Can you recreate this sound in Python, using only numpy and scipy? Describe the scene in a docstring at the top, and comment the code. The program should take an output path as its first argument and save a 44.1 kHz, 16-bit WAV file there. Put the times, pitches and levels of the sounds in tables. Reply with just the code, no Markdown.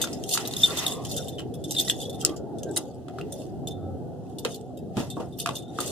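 """Keys clink and rattle in swells over rustling cloth, dull knocks, thin squeaks and a low cabin rumble.
A bunch of keys swings on a lanyard while someone shifts across a car seat towards a wheelchair.
Keys ring until they stop each other, plastic fobs clack, and many tiny contacts make the rattle.
Clothes rub, seat and chair frame knock and squeak: filtered noise and fading tones make these sounds.
A machine hum of four unsteady tones, shaped noise for rumble and a faint hiss fill the cabin."""
import sys
import numpy as np
from scipy import signal
from scipy.fft import rfft, irfft, next_fast_len
from scipy.io import wavfile
from scipy.ndimage import uniform_filter1d, map_coordinates

SR = 44100
rng = np.random.default_rng(int(sys.argv[2]) if len(sys.argv) > 2 else 0)


def output_pcm(signal):
    """Save a mono or channel-first signal as 16-bit PCM at the path in sys.argv[1].

    Samples are clipped to [-1, 1] before scaling.
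    """
    pcm = np.clip(np.atleast_2d(signal).T, -1, 1) * 32767
    wavfile.write(sys.argv[1], SR, np.round(pcm).astype(np.int16))


N = 260631
T = np.arange(SR // 3) / SR  # time within one hit, in s

# colour of small hard contacts: (f/Hz, level/dB)
CONTACT = [(800, -39), (2200, -13), (3000, -2.5), (4300, -4), (5200, -0.5), (7000, -1), (9000, -3),
           (12000, -7.5), (14300, -14), (16000, -26.5)]
# higher ringing modes of each kind of key: (f/Hz, relative level/dB, t60/s)
KEYS = {"long": [(6320, 0, .14), (6803, -8, .15), (7644, 3, .09), (8790, 1, .1), (11560, -7, .12),
        (14120, -12, .1)], "short": [(4386, 3, .07), (5905, -12, .1), (6810, -7, .12), (7670, -4, .07),
        (8840, 0, .1), (12800, -13, .06), (13780, -11, .07)], "flat": [(6803, 0, .16), (7740, 0, .06),
        (8760, -5, .06), (10510, -4, .11), (11560, -2, .12), (12840, -11, .08), (14150, -9, .07)],
        "thin": [(7670, 1, .07), (8700, -5, .05), (9800, -3, .07), (13110, -6, .1), (14500, -9, .07)]}
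# range in which the small parts ring: (lowest f/Hz, highest f/Hz)
SMALL_HZ = (2600, 15000)


def amp(db):
    """Decibels to gain."""
    return 10 ** (np.asarray(db) / 20)


def unit(x):
    """Scale to rms 1."""
    return x / np.sqrt(np.mean(x ** 2) + 1e-20)


def along(points, hz):
    """Read a curve of (f/Hz, value) points on a log frequency axis."""
    f, v = np.transpose(points)
    return np.interp(np.log(hz + 1), np.log(f + 1), v)


def curves(rows):
    """One value per sample for each column after the time."""
    s, *cols = np.transpose(rows)
    return [np.interp(np.arange(N) / SR, s, c) for c in cols]


def wobble(rate):
    """A smooth random curve through rate random knots a second."""
    knots = rng.standard_normal(int(N * rate / SR) + 4)
    return map_coordinates(knots, [np.arange(N) * rate / SR])


def filtered(x, response):
    """Multiply the spectrum of x by a response of frequency."""
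    m = next_fast_len(x.shape[-1] + SR // 5)
    spectrum = rfft(x, m) * response(np.fft.rfftfreq(m, 1 / SR))
    return irfft(spectrum, m)[..., :x.shape[-1]]


def coloured(pair, spectrum, ripple_db=0):
    """Blend two unrelated signals into a left and right of rms 1, more or less alike by frequency."""
    # how alike left and right are: (f/Hz, likeness from -1 opposite to 1 same)
    alike = [(40, -0.46), (70, 0.33), (130, 0.3), (300, 0.58), (700, 0.67), (1400, 1), (2200, -0.71),
             (3100, 0.48), (4300, -0.13), (15000, -0.39)]
    knots = rng.standard_normal(SR // 400)  # random resonances a few hundred Hz wide

    def response(hz):
        turn = np.arccos(np.clip(along(alike, hz), -1, 1)) / 2
        ripple = ripple_db * np.interp(hz, np.linspace(0, SR / 2, len(knots)), knots)
        return amp(along(spectrum, hz) + ripple) * np.array([np.cos(turn), np.sin(turn)])

    mid, side = filtered(pair, response)
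    return unit(np.array([mid + side, mid - side]))


def noise(spectrum, size, ripple_db=0):
    """Stereo noise of a given colour."""
    return coloured(rng.standard_normal((2, size)), spectrum, ripple_db)


def fade(t60, rise):
    """A hit's envelope: a quick rise and a fall of 60 dB in t60 seconds."""
    return np.exp(-np.log(1000) * T / max(t60, 1e-3)) * (1 - np.exp(-T / max(rise, 1e-5)))


def tone(hz, spread, blur=0):
    """A stereo sine; spread is the random phase shift per side in rad, blur the line width over pitch."""
    drift = 0
    if blur:
        drift = np.sqrt(2 * np.pi * abs(blur) * hz / SR) * np.cumsum(rng.standard_normal(len(T)))
    phase = rng.uniform(0, 2 * np.pi) + spread * rng.standard_normal((2, 1))
    return np.sin(2 * np.pi * hz * T + phase + drift)


def shake(rate=600, depth=.55):
    """Fast random swings of gain over one hit, as a ringing key trembles against its neighbours."""
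    knots = rng.standard_normal(int(rate * T[-1]) + 1)
    return np.sqrt(1 - depth ** 2) + depth * np.interp(T * rate, np.arange(len(knots)), knots)


def patchy(x, depth_db, size):
    """Make brief swells come and go in separate bands; size is the frame in samples."""
    z = signal.stft(x, nperseg=size)[2]
    field = uniform_filter1d(rng.standard_normal(z.shape[1:]), size=3, axis=0)  # smooth over frequency
    field = uniform_filter1d(field, size=7, axis=1)  # smooth over time
    return unit(signal.istft(z * amp(depth_db * unit(field)), nperseg=size)[1][:, :N])


def swells(rows, swell_db=20):
    """Level in dB of movements that each climb swell_db in the rise time and sink it in the fall time."""
    t = np.arange(N) / SR
    gain = sum(amp(db - swell_db * np.maximum((s - t) / rise, (t - s) / fall))
               for s, db, rise, fall in rows)
    return 20 * np.log10(gain + 1e-5)


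def add(track, s, sound):
    """Mix a sound into the track at s seconds."""
    part = track[:, max(round(s * SR), 0):][:, :sound.shape[1]]
    part += sound[:, :part.shape[1]]


def cabin(boom_db=3.5, rumble_db=1, waver_hz=1.414, restless_db=1.5, hiss_db=-69):
    """Low, restless noise in two bands with a slightly unsteady machine hum and a faint hiss."""
    # cabin noise before the shared offsets: (t/s, boom level/dB, rumble level/dB)
    levels = [(0.0, -41.5, -36.5), (0.51, -46, -40), (1.18, -41, -37), (1.51, -41, -41), (1.79, -42, -39),
              (2.68, -42, -36), (2.88, -48, -42.5), (3.78, -41, -39), (4.61, -46, -42.5),
              (5.1, -40.5, -45.5), (5.63, -46.5, -43), (5.91, -42.5, -37)]
    # colour of the deep boom: (f/Hz, level/dB)
    boom_colour = [(20, -47.5), (40, -39.5), (60, -15.5), (85, -6), (140, -0.5), (220, -7), (300, -10),
                   (450, -20.5), (900, -56)]
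    # colour of the rumble above it: (f/Hz, level/dB)
    rumble_colour = [(100, -20.5), (220, -4.5), (320, 1), (450, 0.5), (580, -5), (760, -3.5), (880, -17),
                     (1000, -30.5), (1500, -34.5), (3000, -58)]
    # tones of the machine hum, about which pitch and level waver: (f/Hz, level/dB)
    hum_tones = [(127.3, -55), (254.2, -51), (381.5, -52.5), (698, -57)]
    # colour of the faint steady hiss: (f/Hz, level/dB)
    hiss_colour = [(1500, -5), (3200, 2), (6000, -3.5), (10000, -3.5), (15000, -17)]
    low_db, mid_db = curves(levels)
    boom = amp(low_db + boom_db + restless_db * wobble(6.2)) * noise(boom_colour, size=N)
    rumble = amp(mid_db + rumble_db) * patchy(noise(rumble_colour, size=N), depth_db=3.5, size=1024)
    hum = 0
    for hz, db in hum_tones:
        phase = 2 * np.pi * np.cumsum(hz + waver_hz * wobble(8)) / SR
        hum = hum + amp(db + 0.52 * wobble(7.7)) * np.sqrt(2) * np.sin(phase)
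    return boom + rumble + hum + amp(hiss_db) * noise(hiss_colour, size=N)


def reflections(x):
    """Windows and trim answer briefly: a short noise tail that fades at its own pace in each band."""
    # how fast the cabin's echoes die away: (f/Hz, t60/s)
    trim = [(200, 0.0587), (1500, 0.16), (4000, 0.1), (14000, 0.027)]
    flat_noise = noise([(20, 0), (SR / 2, 0)], size=len(T))
    hz, t, z = signal.stft(flat_noise, SR, nperseg=256)
    tail = signal.istft(z * amp(-60 * t / along(trim, hz)[:, None]), SR, nperseg=256)[1]
    delayed = np.pad(x, ((0, 0), (SR // 300, 0)))  # the answer starts 1/300 s late
    return signal.fftconvolve(delayed, tail / np.linalg.norm(tail[0]), axes=1)[:, :N]


def clothes(level_db=-1):
    """Fabric slides over the seat: noise in an even rustle that swells with each movement."""
    # slides of clothes, before the offset: (peak t/s, level/dB, rise/s, fall/s)
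    slides = [(.02, -38, 0.16, 0.17), (.41, -40, 0.072, 0.18), (.72, -45.5, 0.046, 0.71),
              (.84, -31.5, 0.3, 0.09), (2.295, -44.5, 0.12, 0.067), (3.2, -58, 0.28, 0.5),
              (4.99, -35, 0.034, 0.093), (5.21, -52, 0.037, 0.095), (5.82, -39.5, 0.082, 0.16)]
    # colour of rubbing cloth: (f/Hz, level/dB)
    cloth = [(500, -16), (900, -6.5), (1200, -6), (1600, -13), (2000, -2), (2300, -2.5), (2800, -6.5),
             (4000, -9.5), (14000, -20)]
    rustle = amp(wobble(70)) * patchy(noise(cloth, size=N), depth_db=1.5, size=512)
    return amp(swells(slides) + level_db) * unit(rustle)


def squeaks(level_db=-3, waver=0.0056, width=0.28):
    """A wavering tone inside a band of rubbing noise swells and stops; width is a share of its pitch."""
    # squeaks and rubs of seat and chair under shifting weight, before the offset:
    # (t/s, length/s, f/Hz, level/dB, share of rubbing noise 0-1)
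    rubs = [(0.673, 0.057, 1376, -36.5, 0.18), (.675, 0.069, 1130, -37, 0.6), (0.765, 0.34, 1086, -40, 0.8),
            (1.162, 0.068, 1444, -45, 0.5), (2.227, 0.042, 1330, -37, 0.3), (2.24, 0.13, 1178, -41.5, 0.53),
            (2.658, 0.067, 1574, -45.5, 0.13), (3.73, 0.28, 1308, -55.5, 0.42),
            (3.741, 0.27, 92.8, -32, 0.37), (5.451, 0.05, 700, -25.5, 0)]
    out = np.zeros(N)
    for s, length, hz, db, share in rubs:
        share = np.clip(share, 0, 1)
        swell = np.sin(np.pi * np.clip((np.arange(N) / SR - s) / length, 0, 1))
        phase = 2 * np.pi * np.cumsum(hz * (1 + waver * wobble(40))) / SR
        rub = wobble(width * hz) * np.sin(phase) + wobble(width * hz) * np.cos(phase)
        mixed = np.sqrt(1 - share) * np.sin(phase) + np.sqrt(share) * rub / np.sqrt(2)
        out += amp(db + level_db) * swell * mixed
    return out


def knocks(crack_db=-8, thud_db=-5, bounce_db=-7, crack_t60=0.026):
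    """The fittings crack and rebound, the cushion thuds and the part that is struck rings."""
    # knocks on seat and chair frame, crack and thud before their offsets:
    # (t/s, crack level/dB, thud level/dB, ring level/dB, ring f/Hz, ring t60/s)
    blows = [(0.04, -20, -59, -23.5, 1440, 0.019), (0.0724, -24, -62, -26, 1320, 0.021),
             (0.351, -22, -50, -28, 1200, 0.025), (0.374, -11.5, -51, -23.5, 1320, 0.032),
             (1.394, -24.5, -58, -32.5, 1370, 0.014), (1.877, -30, -52, -36.5, 1940, 0.13),
             (2.766, -20, -27.5, -32.5, 2040, 0.045), (3.083, -32, -58, -42, 1274, 0.039),
             (3.1855, -23.5, -57, -21, 1290, 0.014), (4.449, -13.5, -56, -23.5, 3720, 0.024),
             (4.4532, -22, -31.5, -13, 472, 0.035), (4.968, -16, -31, -19, 220, 0.092),
             (4.975, -24, -21.5, -24, 130, 0.13), (5.002, -21, -26.5, -18.5, 247, 0.088),
             (5.168, -37, -24.5, -31, 1100, 0.049), (5.199, -23, -24.5, -25.5, 482, 0.07),
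             (5.4598, -11.5, -45, -5, 1300, 0.0071), (5.4897, -13, -24.5, -20, 1110, 0.028),
             (5.787, -20, -26, -15, 1245, 0.024)]
    # colour of the hard crack: (f/Hz, level/dB)
    crack_colour = [(300, -17), (700, -3), (1300, 5.5), (1900, -2), (2300, 4.5), (2900, 3.5), (4500, -4),
                    (9000, -7), (15000, -20)]
    # colour of the soft thud: (f/Hz, level/dB)
    thud_colour = [(25, -51), (50, -35), (90, -22), (210, 2), (450, 2), (800, -4), (1500, -18.5),
                   (3000, -77)]
    out = np.zeros((2, N))
    for s, sharp_db, soft_db, ring_db, hz, t60 in blows:
        def crack():
            grain = noise(crack_colour, size=len(T), ripple_db=-1.5) * shake()
            return amp(sharp_db + crack_db) * grain * fade(crack_t60, 0.00061)

        thud = amp(soft_db + thud_db) * noise(thud_colour, size=len(T)) * fade(0.23, 0.00047)
        ring = amp(ring_db) * tone(hz, spread=.3) * fade(t60, 0.00086)
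        add(out, s, crack() + thud + ring)
        # three quick rebounds, each weaker than the one before
        for k, delay in enumerate(np.cumsum(rng.uniform(.007, .014, size=3)), 1):
            add(out, s + delay, amp(k * bounce_db) * crack())
    return out


def clacks(level_db=-5, rise_share=0.022):
    """Fobs and rings hit with a short, clattering crack and one broad, dead resonance."""
    # dry clacks, before the offset: (t/s, level/dB, t60/s, resonance f/Hz, its level over the crack/dB)
    taps = [(.0412, -15, 0.033, 4840, -23), (0.128, -29.5, .077, 5100, 2), (0.237, -29, 0.034, 5660, 0),
            (0.3364, -17, 0.061, 4370, 0), (.4014, -34, 0.018, 7600, -6), (0.451, -28.5, 0.084, 3760, 5.5),
            (0.4738, -17, 0.032, 13150, -1), (.5367, -19.5, 0.015, 3930, 3.5),
            (.6164, -21, .039, 11600, -6), (0.7723, -16, 0.02, 4330, -8), (.841, -30, 0.016, 3640, 3),
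            (1.048, -27, 0.082, 3064, -2.5), (1.382, -36.5, 0.11, 3046, 12), (1.748, -26.5, 0.053, 3800, 5),
            (1.847, -22, .035, 5200, -13), (1.882, -24.5, 0.02, 3680, 11.5), (1.899, -12, 0.01, 3460, 11.5),
            (2.2497, 2, 0.0051, 5900, -8), (2.251, -20, 0.029, 8040, 1), (2.261, -19, 0.022, 7710, -1),
            (2.294, -35, 0.028, 3180, 9.5), (2.3617, -36.5, 0.082, 7000, 2.5),
            (2.632, -30, 0.04, 6490, 3.5), (2.712, -47, 0.029, 7870, 17), (2.762, -16, 0.049, 8560, 3),
            (2.7676, -13, 0.031, 3860, 0.5), (2.772, -17, 0.038, 9600, 9),
            (3.212, -35.5, 0.019, 2660, 12.5), (3.322, -37, 0.035, 8960, 13.5),
            (4.611, -44, 0.021, 8030, 5), (5.385, -26.5, .08, 13600, 0), (5.877, -28.5, 0.029, 8700, 7.5)]
    out = np.zeros((2, N))
    for s, db, t60, hz, mode_db in taps:
        crack = noise(CONTACT, size=len(T), ripple_db=4) * shake()
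        body = crack + amp(mode_db) * tone(hz, spread=.85, blur=.05)
        # soft contacts both start and end slowly
        add(out, s, amp(db + level_db) * body * fade(t60, rise_share * t60))
    return out


def tinkle(rate, t60, size_db, count=4, size=1100):
    """Small rings and clasps touch rate times a second; each contact rings count brief partials."""
    draws = rng.random((int(rate * N / SR), 3 + 4 * count))
    at, force, life = draws[:, :3].T[..., None]
    pitch, weight, *phases = np.split(draws[:, 3:], 4, axis=1)  # one set of phases for each side
    hz = SMALL_HZ[0] + (SMALL_HZ[1] - SMALL_HZ[0]) * pitch
    # the first partial belongs to a key
    key_hz = np.array([mode_hz for modes in KEYS.values() for mode_hz, _, _ in modes])
    hz[:, 0] = key_hz[(pitch[:, 0] * len(key_hz)).astype(int)]
    strength = amp(-size_db * np.log(1 - force)) * weight
    decay = np.exp(-np.log(1000) * T[:size] / (t60 * (.5 + life)))  # life varies t60 by half
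    decay *= np.sqrt(np.linspace(1, 0, size))
    where = ((at * N).astype(int) + np.arange(size)).ravel()
    sides = []
    for phase in phases:
        partials = np.sin(2 * np.pi * (hz[..., None] * T[:size] + phase[..., None]))
        ring = (strength[..., None] * partials).sum(axis=1) * decay
        sides.append(np.bincount(where, ring.ravel(), N)[:N])
    return coloured(np.array(sides), CONTACT)


def rattle(scrape_db=-6, tinkle_db=-2, low_db=-12, loose_db=-56, contacts_per_s=600):
    """Tiny contacts scrape, tinkle and nudge the keys' lowest modes; in gentle motion keys mostly slide."""
    # swings of the bunch, each a swell of rattling: (peak t/s, relative level/dB, rise/s, fall/s)
    swings = [(.09, -47, .08, 0.26), (.345, -26, 0.073, 0.084), (.66, -28.5, 0.15, 0.1),
              (.795, -24.5, 0.033, 0.028), (.925, -31, 0.055, 0.048), (1.115, -36.5, 0.11, 0.24),
              (1.78, -33, .12, 0.18), (1.905, -28.5, 0.057, 0.017), (2.025, -39.5, 0.1, 0.079),
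              (2.21, -41, 0.034, 0.073), (2.265, -45, 0.0087, .11), (2.78, -47, 0.22, 0.23),
              (3.41, -48.5, 0.21, 0.15), (4.3, -58, 0.15, 0.17), (4.51, -44.5, 0.12, 0.15),
              (5.0, -42.5, 0.052, 0.13), (5.18, -54.5, 0.16, 0.35), (5.405, -41, 0.034, 0.12),
              (5.59, -43, 0.14, 0.047), (5.83, -36.5, 0.1, 0.57)]
    # lowest bending modes in the bunch: (f/Hz)
    bending_hz = [3460, 3590, 3630]
    level_db = swells(swings)
    loose = 1 / (1 + amp(2 * (loose_db - level_db)))  # share of the bunch that swings free
    touches = (rng.random(N) < contacts_per_s / SR) * rng.standard_normal(N)
    grit = amp(3.5 * wobble(contacts_per_s / 2))  # the sliding catches and slips
    scrape = patchy(grit * noise(CONTACT, size=N), depth_db=6.5, size=256)
    low = 0
    for hz in bending_hz:
        mode = tone(hz, spread=.18) * fade(.05, .00044)
        low = low + signal.fftconvolve(touches[None], mode, axes=1)[:, :N]
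    ringing = amp(tinkle_db) * tinkle(contacts_per_s, t60=0.077, size_db=1.3)
    ringing += amp(low_db) * unit(low)
    return amp(level_db) * (amp(scrape_db) * scrape + loose * ringing)


def small_part():
    """A small part touched by a key rings briefly at six random pitches."""
    return sum(tone(hz, spread=1) for hz in rng.uniform(*SMALL_HZ, size=6)) * fade(0.054, 0.001)


def clinks(low_db=2, ring_db=1.0, tick_db=-3, after_db=-25, stop_s=0.0046, scatter_db=1.5,
           partner_db=-11, rebound_db=-5, chatter_db=-8, chatter_most_db=-27,
           linger_db=-14, linger_most_db=-45, linger_t60=0.42, linger_rough=.25):
    """Each strike rings a key until a neighbour damps it; returns the lowest mode and the bright rest."""
    # key strikes, levels before their offsets: (t/s, key, lowest mode f/Hz, lowest mode level/dB,
    # bright modes level/dB, free ringing before a neighbour stops the key/s)
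    strikes = [(.015, "long", 3586, -26.5, -20, 0.04), (.2903, "long", 3590, -55, -26.5, 0.0074),
               (.311, "short", 3590, -37, -24, 0.024), (0.337, "short", 3700, -34, -21, 0.0076),
               (.51, "short", 3610, -41, -37, 0.048), (.5648, "flat", 3590, -26.5, -28, 0.0037),
               (.599, "long", 3570, -37, -46, 0.039), (.6338, "long", 3582, -8.5, -25, 0.018),
               (.66, "long", 3540, -24, -36, 0.003), (.7043, "long", 3620, -32.5, -52, .008),
               (.7706, "short", 3610, -31, -30.5, 0.017), (.78, "long", 3490, -38, -38, .02),
               (0.8642, "flat", 3680, -19, -22.5, 0.0022), (.88, "flat", 3420, -26, -30, 0.0024),
               (.9118, "flat", 3580, -35, -41, 0.014), (1.1135, "short", 3700, -53, -31.5, 0.017),
               (1.164, "thin", 3590, -45, -28, 0.0061), (1.1716, "long", 3590, -33, -31, 0.018),
               (1.282, "thin", 3600, -40.5, -34, .014), (1.222, "long", 3650, -45, -65, 0.0095),
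               (1.325, "long", 3540, -48, -61, 0.063), (1.5394, "thin", 3410, -47, -42, 0.0039),
               (1.64, "long", 3560, -38.5, -37, 0.016), (1.708, "long", 3680, -41, -24.5, 0.0086),
               (1.7646, "long", 3600, -24.5, -51, 0.057), (1.785, "short", 3590, -19, -28, 0.014),
               (1.7955, "long", 3563, -17.5, -20, 0.0056), (1.8975, "thin", 3470, -13, -21.5, 0.002),
               (2.001, "flat", 3530, -37.5, -46, 0.01), (2.0145, "flat", 3580, -36, -38, 0.0099),
               (2.029, "flat", 3350, -35.5, -54, 0.0021), (2.054, "flat", 3420, -38, -50, 0.0065),
               (2.0958, "flat", 3520, -38, -38.5, 0.0052), (2.128, "thin", 3520, -50, -48, 0.0062),
               (2.145, "flat", 3600, -44, -45.5, 0.0054), (2.2116, "long", 3200, -37.5, -35, 0.0042),
               (2.584, "long", 3560, -49.5, -46.5, .01), (3.3247, "long", 3590, -46.5, -37, .011),
               (3.672, "flat", 3566, -33.5, -35, 0.01), (3.708, "long", 3575, -41.5, -48, 0.016),
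               (4.3843, "short", 3570, -40, -35, 0.0054), (4.506, "short", 3660, -49.5, -54, 0.039),
               (4.543, "short", 3510, -48, -36.5, 0.0079), (4.7722, "thin", 3750, -55, -48, 0.01),
               (5.101, "long", 3610, -40, -37.5, 0.062), (5.324, "flat", 3590, -52.5, -59, .03),
               (5.3988, "short", 3630, -32.5, -27, 0.007), (5.5535, "long", 3650, -38, -32, 0.0094),
               (5.566, "flat", 3570, -31.5, -40, 0.0049), (5.622, "long", 3620, -53, -54, 0.048),
               (5.68, "long", 3680, -53, -61, 0.028), (5.8028, "short", 3570, -37, -25.5, 0.0092),
               (5.8598, "long", 3590, -61, -33, 0.0046)]
    # colour of a key chattering on its ring: (f/Hz, level/dB)
    buzz_colour = [(2000, -54), (3000, -23.5), (3500, -1), (4000, -11.5), (5000, -40.5)]
    lowest, bright = np.zeros((2, 2, N))
    for s, key, key_hz, key_db, bright_db, free in strikes:
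        modes = KEYS[key]
        damper = amp(after_db) + (1 - amp(after_db)) * np.exp(-np.maximum(T - free, 0) / stop_s)
        struck = amp(key_db + low_db) * damper * fade(.2, .0006)
        # a faint ring escapes the damping
        linger = amp(min(key_db + linger_db, linger_most_db)) * fade(linger_t60, 0.0027)
        # the key chatters on its split ring, which roughens the tone
        chatter = amp(min(key_db + chatter_db, chatter_most_db)) * damper * fade(0.43, .0006)
        buzz = (chatter + linger_rough * linger) * noise(buzz_colour, size=len(T))
        # the point of contact weights the modes
        sizes = amp(np.array(modes)[:, 1] + rng.normal(0, scatter_db, len(modes)))
        sizes /= np.linalg.norm(sizes)
        ring = amp(partner_db) * small_part()
        for gain, (hz, _, t60) in zip(sizes, modes):
            ring += gain * tone(hz + rng.normal(0, 14), spread=1.5) * shake() * fade(t60, .0006)
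        tick = noise(CONTACT, size=len(T), ripple_db=4) * fade(.05, .0007)
        add(lowest, s, (struck + linger) * tone(key_hz, spread=.15) + buzz)
        strike = amp(ring_db) * np.sqrt(damper) * ring + amp(tick_db) * tick
        add(bright, s, amp(bright_db) * strike)
        # the key rebounds and touches again; the tick has its sides swapped
        rebound = small_part() / 2 + tick[::-1] * shake()
        add(bright, s + rng.uniform(.006, .016), amp(bright_db + rebound_db) * rebound)
    return lowest, bright


def scene(room_db=-11, key_room_db=-24):
    """Swings drive the rattle; hits and their reflections sit over squeaks, rubbing and rumble."""
    lowest, bright = clinks()
    hits = bright + clacks() + knocks()
    room = reflections(amp(room_db) * hits + amp(key_room_db) * lowest)
    return lowest + hits + room + rattle() + squeaks() + clothes() + cabin()


def record(dry, dip_hz=2290, dip_width_hz=190, dip_db=-11, top_hz=15500):
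    """A narrow dip near 2.3 kHz thins the sound below the keys' range; a steep limit cuts the top treble."""
    heard = filtered(dry, lambda hz: amp(dip_db * np.exp(-((hz - dip_hz) / dip_width_hz) ** 2)))
    return filtered(heard, lambda hz: 1 / (1 + (hz / top_hz) ** 120))


dry = scene()
out = record(dry)
output_pcm(out)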